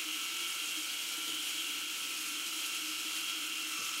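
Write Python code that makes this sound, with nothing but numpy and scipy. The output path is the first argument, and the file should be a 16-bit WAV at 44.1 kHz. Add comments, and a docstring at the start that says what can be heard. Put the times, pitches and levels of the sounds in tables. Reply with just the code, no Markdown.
"""Battery toothbrush and running tap

A small bathroom, one microphone, far enough off to catch the room on knocks and spray. The brush runs in
a child's mouth: gears whine, the drive knocks four times a stroke and sags in speed when pressed, the
bristles scrub once a stroke. The tap hisses and spatters on the basin and gurgles in the drain.
Two soft bumps sound underneath."""
import sys
import numpy as np
from scipy import signal
from scipy.fft import rfft, irfft
from scipy.io import wavfile

SR = 44100
rng = np.random.default_rng(int(sys.argv[2]) if len(sys.argv) > 2 else 0)


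def int16_out(signal):
    """Quantize to a 16-bit WAV file."""
    q = np.round(np.clip(np.atleast_2d(signal).T, -1, 1) * 32767)
    wavfile.write(sys.argv[1], SR, q.astype(np.int16))


N = 176400
T = np.arange(N) / SR

# speed of the brush: t/s, stroke rate/Hz
STROKE_RATE = [(0, 45.9), (.2, 45.85), (.35, 46.15), (.62, 45.6), (.88, 45.87), (1.0, 46.96), (1.1, 46.95),
               (1.22, 46.82), (1.5, 46.76), (1.7, 46.6), (1.82, 46.68), (1.98, 46.48), (2.15, 45.58),
               (2.3, 45.6), (2.46, 46.14), (2.64, 46), (2.73, 45.55), (2.83, 45.76), (2.95, 45.63),
               (3.08, 46), (3.22, 45.45), (3.41, 45.24), (3.52, 45.9), (3.62, 45.17), (3.68, 45.08),
               (3.79, 44.5), (3.9, 44.8), (4, 44.9)]


def toothbrush():
    """One motor drives gears, knocks and bristles; the whine grows as pressure slows it."""
    # gear whine: multiple of the stroke rate, level/dB
    whine_lines = [(26, -65.5), (27, -64), (28, -60.5), (29, -54), (30, -55.5), (31, -66.5), (32, -59),
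                   (33, -73), (34, -64)]
    # shrill gear lines: multiple of the stroke rate, level/dB
    shrill_lines = [(45, -64), (48, -60.5), (49, -62), (55, -64.5), (57, -73.5), (59, -65), (60, -55),
                    (61, -58), (62, -57.5), (63, -68.5), (65, -59.5), (66, -73), (70, -63.5), (71, -64.5),
                    (72, -60), (117, -61), (118, -63), (120, -64), (143, -67.5), (146, -77), (150, -66)]
    free_speed_hz, whine_db, db_per_hz_sag, shrill_db = 46, -6.5, 3, -1.5
    speed = in_time(STROKE_RATE)
    strokes = np.cumsum(speed) / SR
    sag_hz = np.maximum(free_speed_hz - speed, 0)
    whine = gears(strokes, whine_lines, scatter=1.7, waver=0.27)
    whine *= 1 + 0.1 * drift(39.8)  # roughness
    whine *= from_db(whine_db + db_per_hz_sag * sag_hz)
    shrill = from_db(shrill_db) * gears(strokes, shrill_lines, scatter=2.73, waver=0.57)
    scrub = bristles(strokes)
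    return whine + shrill + squeals(strokes) + rattle(strokes) + scrub


def gears(strokes, lines, scatter, waver):
    """Wavering lines locked to the stroke; with little phase scatter they throb once a stroke."""
    # sharp modes of the handle, lifting any line that slides through them: f/Hz, lift/dB
    modes = [(1332, 3.5), (1362, 3), (1550, 7), (2507, 11), (2708, 11), (2815, 4), (3214, 3), (3270, 12),
             (5350, 1)]
    mode_width_hz = 20
    out, speed = 0, in_time(STROKE_RATE)
    for multiple, db in lines:
        lift_db = sum(top / (1 + (2 * (multiple * speed - hz) / mode_width_hz) ** 2) for hz, top in modes)
        wobble = 1 + waver * (drift(4.2) + 1j * drift(10.0))
        phase = 2 * np.pi * multiple * strokes + scatter * rng.standard_normal()
        out += from_db(db + lift_db) * np.sqrt(2) * np.real(wobble * np.exp(1j * phase))
    return out


def squeals(strokes):
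    """Single gear lines fade in, sing and fade out as the load on the brush changes."""
    # singing gear lines: start/s, length/s, multiple of the stroke rate, level/dB
    lines = [(.18, .4, 49, -57), (0.403, .5, 70, -51.5), (0.977, 0.17, 60, -60), (0.99, 0.38, 29, -58.5),
             (1.22, 0.22, 62, -57), (1.22, 0.39, 66, -50.5), (1.423, 0.63, 70, -62), (1.56, 0.42, 59, -50),
             (2.13, .25, 55, -52), (2.1, 0.34, 143, -60), (3.182, .2, 30, -49.5), (3.254, 0.2, 71, -44),
             (3.544, 0.12, 30, -47), (3.625, 0.28, 60, -47.5), (3.72, 0.24, 26, -59), (3.76, 0.11, 63, -64),
             (3.7, .27, 120, -56.5), (3.7, .27, 151, -55)]
    out, fade_s = 0, 0.047
    for start, length, multiple, db in lines:
        envelope = np.clip(np.minimum(T - start, start + length - T) / fade_s, 0, 1)
        waver = 1 + 0.25 * drift(13)
        out += from_db(db) * envelope * waver * np.sqrt(2) * np.sin(2 * np.pi * multiple * strokes)
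    return out


def rattle(strokes):
    """Slightly uneven knocks of the drive, each trailed by a short chatter, ring the handle."""
    # knocks within one stroke: share of the stroke, level/dB
    knocks = [(.05, -5), (0.302, -12), (0.547, -8), (0.798, -10)]
    # ring of the plastic handle: f/Hz, level/dB
    handle = [(120, -87), (700, -25), (1150, -20), (1370, -16.5), (1700, -28), (2000, -16.5), (2350, -6),
              (2600, -12.5), (2780, -3.5), (3050, 0), (3280, -0.5), (3440, -8), (3750, -18.5), (4050, -9),
              (4700, -31.5), (7000, -28), (14000, -22.5)]
    # strength of the rattle: t/s, level/dB
    strength = [(0, -39), (.7, -40.5), (1.3, -38.5), (1.9, -39.5), (2.3, -41), (2.6, -37.5), (2.9, -41),
                (3.25, -39.5), (3.5, -39), (4, -41)]
    jitter_s, spread_db, chatter_s, chatter_db, trim_db = 0.00004, 1.4, 0.0021, 1, -4
    turns, clicks = np.arange(int(strokes[-1]) + 1), np.zeros(N)
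    for share, db in knocks:
        times = np.interp(turns + share, strokes, T, right=2 * T[-1])
        times += jitter_s * rng.standard_normal(len(turns))
        sizes = from_db(db + spread_db * rng.standard_normal(len(turns)))
        inside = (times >= 0) & (times < T[-1])
        clicks[(times[inside] * SR).astype(int)] += sizes[inside]
    decays = signal.lfilter([1], [1, -np.exp(-1 / (chatter_s * SR))], clicks)
    chatter = from_db(chatter_db) * rms_one(decays * rng.standard_normal(N))
    ring = colour(rms_one(clicks - clicks.mean()) + chatter, handle)
    return from_db(in_time(strength) + trim_db) * bathroom(ring, wet_db=3.5)


def bristles(strokes):
    """Friction noise pulses once a stroke, strongest when the brush is pressed hard."""
    # spectrum of the bristles: f/Hz, level/dB
    spectrum = [(120, -34), (950, -21), (1150, -1.5), (1700, -6.5), (4800, -11.5), (5400, 2.5), (5900, 0.5),
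                (6700, 2.5), (7400, -15), (15000, -23.5)]
    # strength of the scrubbing: t/s, level/dB
    strength = [(0, -51), (1.2, -60), (2, -59), (2.35, -54), (3.1, -55), (3.55, -55), (3.8, -47.5),
                (4, -49)]
    friction = rng.standard_normal(N) * (1 + 0.87 * np.cos(2 * np.pi * strokes))
    return from_db(in_time(strength)) * colour(friction, spectrum)


def tap():
    """The stream hisses on the basin; hiss and spray flutter together with the flow."""
    # spectrum of the stream on the basin: f/Hz, level/dB
    spectrum = [(25, -23), (55, -36), (85, -31), (125, -14), (200, -8), (450, -5.5), (650, -10.5),
                (1000, -7.5), (1500, 0), (1900, -3.5), (2600, 9.5), (3600, 2), (4100, 3), (4800, -1.5),
                (6500, 2), (8500, -0.5), (10000, -4), (12500, -9), (14000, -6.5), (15800, -13)]
    hiss_db, flutter_db = -42, 0.64
    flow = drift(10.5)
    hiss = from_db(hiss_db + flutter_db * flow) * colour(rng.standard_normal(N), spectrum)
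    return hiss + spray(flow)


def spray(flow):
    """Droplets ring for a few cycles each; splashes throw mostly fine, high ones."""
    # colour of the droplets: f/Hz, gain/dB
    spectrum = [(100, -19), (1500, -24.5), (4000, 0.5), (8000, -2.5), (12500, -4), (15800, -34)]
    # brief splashes: t/s, lift/dB (weighted by droplet fineness)
    splashes = [(.19, 0), (.46, 5), (1.07, 3), (1.41, 6), (2.25, 7), (2.455, 9.5), (3.84, 6)]
    # strength of the spatter: t/s, level/dB
    strength = [(0, -47), (.8, -46), (1.2, -47), (1.6, -46.5), (2.1, -46), (2.38, -47.5), (2.62, -45),
                (2.92, -46), (3.2, -45.5), (3.5, -48), (3.75, -46), (4, -48.5)]
    drops_per_s, spread_db, splash_rise_s = 2500, 3.5, 0.014
    spurt_db, flutter_db, trim_db = 1.8, 0.5, 0.32
    drops = (rng.random(N) < drops_per_s / SR) * rng.choice([-1, 1], N)
    drops = drops * from_db(spread_db * np.minimum(rng.exponential(1, N), 4))
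    pitches_hz = np.geomspace(2000, 15000, 12)
    pitch_index = rng.integers(0, len(pitches_hz), N)
    fineness = pitch_index / len(pitches_hz)
    lift_db = sum(db * swell(start, splash_rise_s) for start, db in splashes) + spurt_db * drift(28)
    drops *= from_db(fineness * lift_db)
    rings = sum(resonate(drops * (pitch_index == k), hz, 0.28 * hz) for k, hz in enumerate(pitches_hz))
    level = from_db(in_time(strength) + trim_db + flutter_db * flow)
    return level * bathroom(colour(rings, spectrum), wet_db=1.5)


def drain():
    """Falling water keeps the air in the drain ringing; each larger gulp briefly takes over."""
    # larger gulps: t/s, peak level/dB, rise/s
    large_gulps = [(.05, -47.5, 0.025), (.768, -44.5, 0.015), (1.179, -45, 0.0047), (1.272, -48.5, 0.0087),
                   (1.325, -46.5, 0.014), (1.39, -48, 0.011), (2.82, -49, .02), (2.875, -48, 0.022),
                   (3.052, -46, 0.0098), (3.63, -50, 0.023)]
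    # brief lift above the usual pitch: t/s, lift/Hz
    pitch_lift = [(.2, 0), (.52, 31), (.68, 0)]
    # ringing about its usual strength: t/s, level/dB
    strength = [(0, -1.5), (.5, -2), (1.0, -4), (1.3, -0.5), (1.7, 2.5), (1.9, -1.5), (2.5, 0), (3.2, -2),
                (3.6, 2), (3.88, -4.5), (4, 2)]
    pitch_hz, width_hz, ring_db = 311.5, 42.4, -57.5
    air = drift(width_hz / 2) + 1j * drift(width_hz / 2)
    air /= np.sqrt(1 + (0.22 * abs(air)) ** 2)  # evens out the peaks
    level = from_db(ring_db + in_time(strength))
    gulps = sum(from_db(db) * swell(start, rise_s) for start, db, rise_s in large_gulps)
    hollow = level * air / np.std(air.real)
    hollow /= 1 + (gulps / (2 * level)) ** 2  # gives way to each gulp
    phase = 2 * np.pi * np.cumsum(pitch_hz + in_time(pitch_lift)) / SR
    return np.real((hollow + gulps) * np.exp(1j * phase))


def bumps():
    """Dull, soft thuds in the background, each with a short low ring."""
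    # soft bumps: t/s, level/dB
    hits = [(1.27, -57), (3.785, -55)]
    # spectrum of a thud: f/Hz, level/dB
    spectrum = [(50, -46), (90, -27), (140, -8), (175, 7.5), (260, 2), (450, 4.5), (700, -4), (1500, -47)]
    ring_hz, ring_db = 122, -12.5
    thud_envelope = sum(from_db(db) * swell(start, rise_s=0.018) for start, db in hits)
    ring_envelope = sum(from_db(db + ring_db) * swell(start, rise_s=0.045) for start, db in hits)
    thuds = thud_envelope * colour(rng.standard_normal(N), spectrum)
    return thuds + ring_envelope * np.sin(2 * np.pi * ring_hz * T)


def bathroom(x, wet_db, t60_s=0.24):
    """Direct sound plus the short, dense tail of a small room; rms 1."""
    t = T[:SR // 2]
    tail = rng.standard_normal(len(t)) * from_db(-60 * t / t60_s)
    room = irfft(rfft(x) * rfft(tail / np.linalg.norm(tail), N), N)
    return rms_one(x + from_db(wet_db) * room)


def from_db(db):
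    """Decibels to gain."""
    return 10 ** (np.asarray(db) / 20)


def rms_one(x):
    """Scale to rms 1."""
    return x / np.sqrt(np.mean(x ** 2) + 1e-20)


def in_time(rows):
    """Join (t/s, value) rows into a curve at every sample."""
    return np.interp(T, *np.transpose(rows))


def swell(start, rise_s):
    """An envelope that swells to height 1 and dies away."""
    age = np.maximum(T - start, 0) / rise_s
    return age * np.exp(1 - age)


def drift(rate_hz):
    """Random wander, mostly slower than rate_hz; rms 1."""
    f = np.arange(N // 2 + 1) * SR / N
    return rms_one(irfft(rfft(rng.standard_normal(N)) * (f > 0) / (1 + (f / rate_hz) ** 2), N))


def colour(x, points):
    """Causal (minimum-phase) filter through (f/Hz, gain/dB) points; rms 1."""
    hz, db = np.transpose(points)
    f = np.maximum(np.arange(N // 2 + 1) * SR / N, 1)
    gain = from_db(np.interp(np.log(f), np.log(hz), db))
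    causal_cepstrum = 2 * irfft(np.log(gain), N) * (np.arange(N) < N // 2)
    return rms_one(irfft(rfft(x) * np.exp(rfft(causal_cepstrum)), N))


def resonate(x, hz, width_hz):
    """One resonance with gain 1 at its peak."""
    r = np.exp(-np.pi * width_hz / SR)
    feedback = [1, -2 * r * np.cos(2 * np.pi * hz / SR), r * r]
    return signal.lfilter(np.array([1, 0, -1]) * (1 - r * r) / 2, feedback, x)


def scene():
    """Everything reaches one microphone, the same in both channels."""
    mono = toothbrush() + tap() + drain() + bumps()
    return np.array([mono, mono])


def record(dry):
    """A steep high cut takes off the very top."""
    cutoff_hz = 15750
    return signal.sosfiltfilt(signal.ellip(12, .05, 60, cutoff_hz, fs=SR, output="sos"), dry)


dry = scene()
out = record(dry)
int16_out(out)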